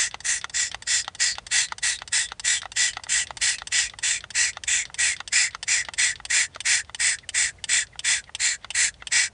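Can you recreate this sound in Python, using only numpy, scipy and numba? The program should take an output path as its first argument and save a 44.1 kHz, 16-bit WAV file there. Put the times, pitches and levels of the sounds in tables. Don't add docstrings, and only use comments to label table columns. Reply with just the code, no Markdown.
import sys
import numpy as np
from scipy import signal
from scipy.fft import rfft, irfft
from scipy.io import wavfile
from numba import njit

SR = 44100
rng = np.random.default_rng(int(sys.argv[2]) if len(sys.argv) > 2 else 0)


def digitize_waveform(pressure):
    field = np.atleast_2d(pressure).T
    bounded = np.clip(field, -1, 1)
    quanta = np.round(bounded * 32767).astype(np.int16)
    wavfile.write(sys.argv[1], SR, quanta)


N = 411453


def undb(db):
    return 10 ** (np.asarray(db) / 20)


def unit(x):
    return x / np.sqrt(np.mean(x ** 2))


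def add(out, start_s, x):
    i = int(round(start_s * SR))
    a, b = max(i, 0), min(i + len(x), len(out))
    if b > a:
        out[a:b] += x[a - i:b - i]


def flutter(t, rate):
    return np.interp(t * rate, np.arange(256), rng.standard_normal(256))


def response(modes, dull_db, size=2048):
    hz = np.fft.rfftfreq(size, 1 / SR) + 1
    power = sum(undb(db) ** 2 / (1 + (2 * (hz - centre) / width) ** 2) ** 2 for centre, width, db in modes)
    tilt = undb(dull_db * np.clip(np.log2(5000 / hz), -1, 1.5))
    cepstrum = irfft(np.log(unit(np.sqrt(power)) * tilt))
    cepstrum[1:size // 2] *= 2
    cepstrum[size // 2 + 1:] = 0
    return irfft(np.exp(rfft(cepstrum)))


@njit
def bandpass(x, hz, q):
    y, band_state, low_state = np.empty(len(x)), 0., 0.
    for i in range(len(x)):
        g = np.tan(np.pi * hz[i] / SR)
        band = (band_state + g * (x[i] - low_state)) / (1 + g * (g + 1 / q))
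        band_state = 2 * band - band_state
        low_state += 2 * g * band
        y[i] = band / q
    return y


def click(modes, peak_db, dull_db, rattle, rattle_s, tail_db, tail_s, rise_s=0.0013):
    contact = SR // 1000
    t = (np.arange(SR // 12) - contact) / SR
    chatter = np.exp(-np.abs(t) / np.where(t < 0, rise_s, rattle_s))
    tail = undb(tail_db) * np.exp(-np.abs(t) / tail_s)
    force = rng.standard_normal(len(t)) * rattle * (chatter + tail)
    force[contact] = 1
    ring = signal.fftconvolve(force, response(modes, dull_db))
    return ring * undb(peak_db) / np.abs(ring).max()


# frequency in Hz, relative noise density in dB.
CABIN_SPECTRUM = [(20, -39.5), (32, -26), (50, 1.5), (65, -2), (100, -3.5), (160, -11.5), (300, -20.5),
                  (600, -18.5), (1200, -25), (3000, -29), (9000, -34.5)]

def cabin(level_db=-53, waver_db=1):
    hz, db = np.transpose(CABIN_SPECTRUM)
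    bins_hz = np.fft.rfftfreq(N, 1 / SR) + 1
    gain = undb(np.interp(np.log(bins_hz), np.log(hz), db))
    rumble = unit(irfft(rfft(rng.standard_normal(N)) * gain, N))
    return rumble * undb(level_db + waver_db * flutter(np.arange(N) / SR, 2.8))


def upholstery(direct, wet_db=-16, t60_s=0.04, delay_s=0.001):
    t = np.arange(SR // 5) / SR
    tail = rng.standard_normal(len(t)) * undb(-60 * t / t60_s) * (t > delay_s)
    return direct + undb(wet_db) * signal.fftconvolve(direct, tail / np.linalg.norm(tail))[:N]


# time in seconds, peak in dB.
HAND_BUMPS = [(2.318, -29.5), (2.655, -32.5), (6.56, -30)]
# centre in Hz, width in Hz, relative level in dB.
BUMP_MODES = [(447, 210, -3), (690, 290, 0.5)]

def thuds():
    out = np.zeros(N)
    for start, peak_db in HAND_BUMPS:
        add(out, start, click(BUMP_MODES, peak_db, dull_db=1.5,
                              rattle=0.085, rattle_s=0.0033, tail_db=-18, tail_s=0.008))
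    return out


# start in seconds, level in dB.
TUBE_SIPS = [(7.225, -52), (7.579, -51.5), (7.923, -53), (8.266, -50), (8.619, -61), (9.0, -52)]

def sips(from_hz=2200, to_hz=1650, length_s=0.031, q=25.0):
    out, t = np.zeros(N), np.arange(SR // 12) / SR
    travel = np.minimum(t / length_s, 1)
    for start, level_db in TUBE_SIPS:
        tone = bandpass(rng.standard_normal(len(t)), from_hz + (to_hz - from_hz) * travel, q)
        add(out, start, unit(tone) * np.sin(np.pi * travel) * undb(level_db))
    return out


# time in seconds, peak in dB.
PISTON_TICKS = [(0.111, -27), (0.413, -23), (0.715, -21), (1.045, -22), (1.353, -25.5), (1.685, -26.5),
                (1.988, -21.5), (2.287, -27), (2.618, -22.5), (2.933, -24.5), (3.27, -23.5), (3.584, -22),
                (3.897, -24.5), (4.206, -26), (4.532, -30), (4.853, -20), (5.165, -22.5), (5.508, -34),
                (5.849, -22.5), (6.156, -25), (6.548, -29), (6.847, -35.5), (7.186, -28), (7.869, -36),
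                (8.24, -34), (8.941, -36)]
# centre in Hz, width in Hz, relative level in dB.
PISTON_MODES = [(700, 360, -10.5), (1850, 740, 7.5), (2650, 910, 0), (3430, 1000, 7), (4470, 890, 1),
                (5500, 1400, -5.5), (8200, 1800, -14.5)]

def piston_ticks():
    out = np.zeros(N)
    for start, peak_db in PISTON_TICKS:
        add(out, start, click(PISTON_MODES, peak_db, dull_db=-5,
                              rattle=0.18, rattle_s=0.0028, tail_db=-14, tail_s=0.018))
    return out


FIRM_DB = -13
# time in seconds, peak in dB.
HEAD_KNOCKS = [(0.143, -14.5), (0.443, -12.5), (0.745, -11.5), (1.079, -14.5), (1.383, -13), (1.721, -14.5),
               (2.019, -16), (2.319, -14), (2.631, -24), (2.655, -20), (2.969, -15.5), (2.996, -29.5),
               (3.067, -25), (3.306, -16.5), (3.619, -16), (3.936, -27), (4.24, -19.5), (4.57, -16.5),
               (4.899, -29.5), (5.203, -17.5), (5.548, -14), (5.886, -18), (6.2, -26), (6.56, -18.5),
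               (6.895, -25.5), (7.956, -31.5), (8.293, -31), (8.645, -20.5), (9.022, -24.5)]
# centre in Hz, width in Hz, relative level in dB.
BOTTLE_MODES = [(610, 180, -6), (834, 304, 6), (1308, 550, 8), (1960, 310, 8), (2720, 340, 2),
                (3420, 1020, 4), (4600, 1060, -2.5), (6220, 1040, -4.5), (7860, 2900, -13.5)]

def head_knocks(dulling=0.58):
    out = np.zeros(N)
    for start, peak_db in HEAD_KNOCKS:
        add(out, start, click(BOTTLE_MODES, peak_db, dull_db=dulling * (FIRM_DB - peak_db),
                              rattle=0.11, rattle_s=0.0027, tail_db=-13, tail_s=0.0089))
    return out


def piston_rub(rub_db=-35, swell_s=0.029, grain_db=3):
    out, t = np.zeros(N), np.arange(SR // 8) / SR
    swell = np.exp(-((t[-1] - t) / swell_s) ** 2)
    for knock_s, peak_db in HEAD_KNOCKS:
        friction = rng.standard_normal(len(t)) * swell
        add(out, knock_s - t[-1], friction * undb(peak_db + rub_db + grain_db * flutter(t, 360)))
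    return signal.fftconvolve(out, response(PISTON_MODES, dull_db=1.5))[:N]


# time in seconds, peak in dB.
VALVE_PRESSES = [(0.204, -24), (0.496, -25), (0.822, -24), (1.149, -25), (1.466, -23.5), (1.782, -21),
                 (2.076, -23), (2.396, -21), (2.718, -23), (3.036, -22), (3.37, -22.5), (3.671, -18),
                 (3.987, -22), (4.304, -22), (4.636, -17.5), (4.943, -18), (5.276, -16), (5.628, -17.5),
                 (5.936, -19.5), (6.251, -19), (6.604, -17), (6.946, -18), (7.29, -17.5), (7.64, -15.5),
                 (7.992, -16.5), (8.349, -16.5), (8.704, -18), (9.07, -16.5)]
# centre in Hz, width in Hz, relative level in dB.
VALVE_MODES = [(905, 420, -9.5), (1845, 500, -4), (2800, 64, -5.5), (3580, 540, -1), (4630, 460, 1.5),
               (5310, 170, 3), (6090, 460, 1), (7360, 810, -5.5), (8300, 1640, -1)]

def valve_clicks(ping_hz=3050, ping_width_hz=950, dulling=0.37):
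    out = np.zeros(N)
    for start, peak_db in VALVE_PRESSES:
        ping_db = np.interp(start, [0, N / SR], [-12, 9])
        modes = [*VALVE_MODES, (ping_hz, ping_width_hz, ping_db)]
        add(out, start, click(modes, peak_db, dull_db=dulling * (FIRM_DB - peak_db),
                              rattle=0.25, rattle_s=0.0056, tail_db=-17, tail_s=0.0058))
    return out


# time in seconds, level in dB against the jet.
HOLLOW_STRENGTH = [(0, -20.5), (1.1, -8), (1.6, -14), (2.4, -13.5), (2.9, -16), (4.2, -14.5), (5.3, -9),
                   (6.6, -11.5), (9.3, -17.5)]

def froth_hollow(start, push_db, closing_db, empty_hz=5920, full_hz=1573, fill_s=2.5, lift_hz=565, q=7.2):
    resting_hz = full_hz + (empty_hz - full_hz) * np.exp(-(max(start, 0) / fill_s) ** 1.22)
    hz = resting_hz + lift_hz * undb(push_db) ** 2
    swirl = rng.standard_normal(len(hz))
    ring = unit(bandpass(bandpass(swirl, hz, q), hz, q))
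    strength_db = np.interp(start, *np.transpose(HOLLOW_STRENGTH))
    return ring * undb(strength_db + 0.15 * push_db + 0.79 * closing_db)


# centre in Hz, width in Hz, relative level in dB.
GLASS_MODES = [(893, 337, -16), (1752, 396, -0.5), (1938, 148, 9), (2282, 270, 3), (2676, 510, -1),
               (3445, 423, 2), (4230, 630, 0), (5070, 630, 3), (5893, 450, 3.5), (6364, 215, 7.5),
               (7254, 780, 8), (7785, 450, 7), (8350, 1100, 2.5), (9190, 1220, -1)]

def glass_modes(start, spread_db=2.1, empty_db=-5, full_db=3):
    modes = np.array(GLASS_MODES, float)
    upper = modes[:, 0] > 3000
    modes[:, 2] += spread_db * rng.standard_normal(len(modes)) * upper
    modes[3, 2] += np.interp(start, [0, N / SR], [empty_db, full_db])
    return modes


# start in seconds, length in seconds,
# level in dB, share of the stroke at which the finger pushes hardest.
SQUIRTS = [(-0.053, 0.14, -19.5, 0.36), (0.246, 0.15, -22, 0.39), (0.542, 0.15, -21.5, 0.37),
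           (0.871, 0.15, -20.5, 0.46), (1.199, 0.14, -20, 0.28), (1.513, 0.15, -19.5, 0.39),
           (1.83, .14, -21.5, 0.27), (2.126, 0.14, -20.5, 0.32), (2.445, 0.15, -20.5, 0.39),
           (2.763, 0.15, -20, 0.39), (3.091, 0.15, -20.5, 0.45), (3.413, 0.15, -20, 0.34),
           (3.72, 0.16, -20.5, 0.37), (4.03, 0.16, -21, 0.35), (4.349, 0.16, -20, 0.39),
           (4.676, 0.16, -20, 0.37), (4.986, .16, -20, 0.39), (5.325, 0.16, -18.5, 0.35),
           (5.679, .15, -20.5, .36), (5.982, 0.15, -19.5, 0.33), (6.3, 0.16, -19, 0.46),
           (6.654, 0.16, -19, 0.37), (6.997, .16, -19.5, .39), (7.344, 0.16, -20, 0.37),
           (7.69, 0.15, -19.5, 0.39), (8.045, 0.16, -20.5, .34), (8.398, 0.16, -21, .38),
           (8.746, 0.15, -19, 0.47), (9.118, 0.16, -18.5, .38)]

def spray(dribble_s=0.02, attack_s=0.0046, release_s=0.018, spit_s=0.0065,
          sag_db=9.5, shut_db=-6.5, sputter_db=0.92, splatter_db=4):
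    out, t = np.zeros(N), np.arange(SR // 3) / SR - dribble_s
    opening_db = np.interp(t, [-dribble_s, 0, attack_s], [-37.5, -11, 0])
    for start, length, level_db, hardest in SQUIRTS:
        push_db = -sag_db * (2 * (t / length - hardest)) ** 2
        closing_db = shut_db * np.maximum(1 + (t - length) / release_s, 0) ** 2
        feed = undb(level_db + opening_db + sputter_db * flutter(t + dribble_s, 168))
        flow = feed * undb(push_db + closing_db)
        glass = glass_modes(start)
        mist, drops = rng.standard_normal((2, len(t))) * flow
        hollow = froth_hollow(start, push_db, closing_db) * feed
        splatter = undb(-19 + splatter_db * flutter(t + dribble_s, 220))
        spit = undb(-5) * np.exp(-np.abs(t) / spit_s)
        hiss = signal.fftconvolve(mist, response(glass, dull_db=2.4))
        splash = signal.fftconvolve(drops * (splatter + spit), response(glass, dull_db=9))
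        for layer in (hiss, splash, hollow):
            add(out, start - dribble_s, layer)
    return out


def scene():
    close = spray() + valve_clicks() + piston_ticks() + head_knocks() + piston_rub() + sips() + thuds()
    return (upholstery(close) + cabin())[None]


def record(dry):
    return signal.sosfiltfilt(signal.butter(32, 10000, fs=SR, output="sos"), dry)


dry = scene()
out = record(dry)
digitize_waveform(out)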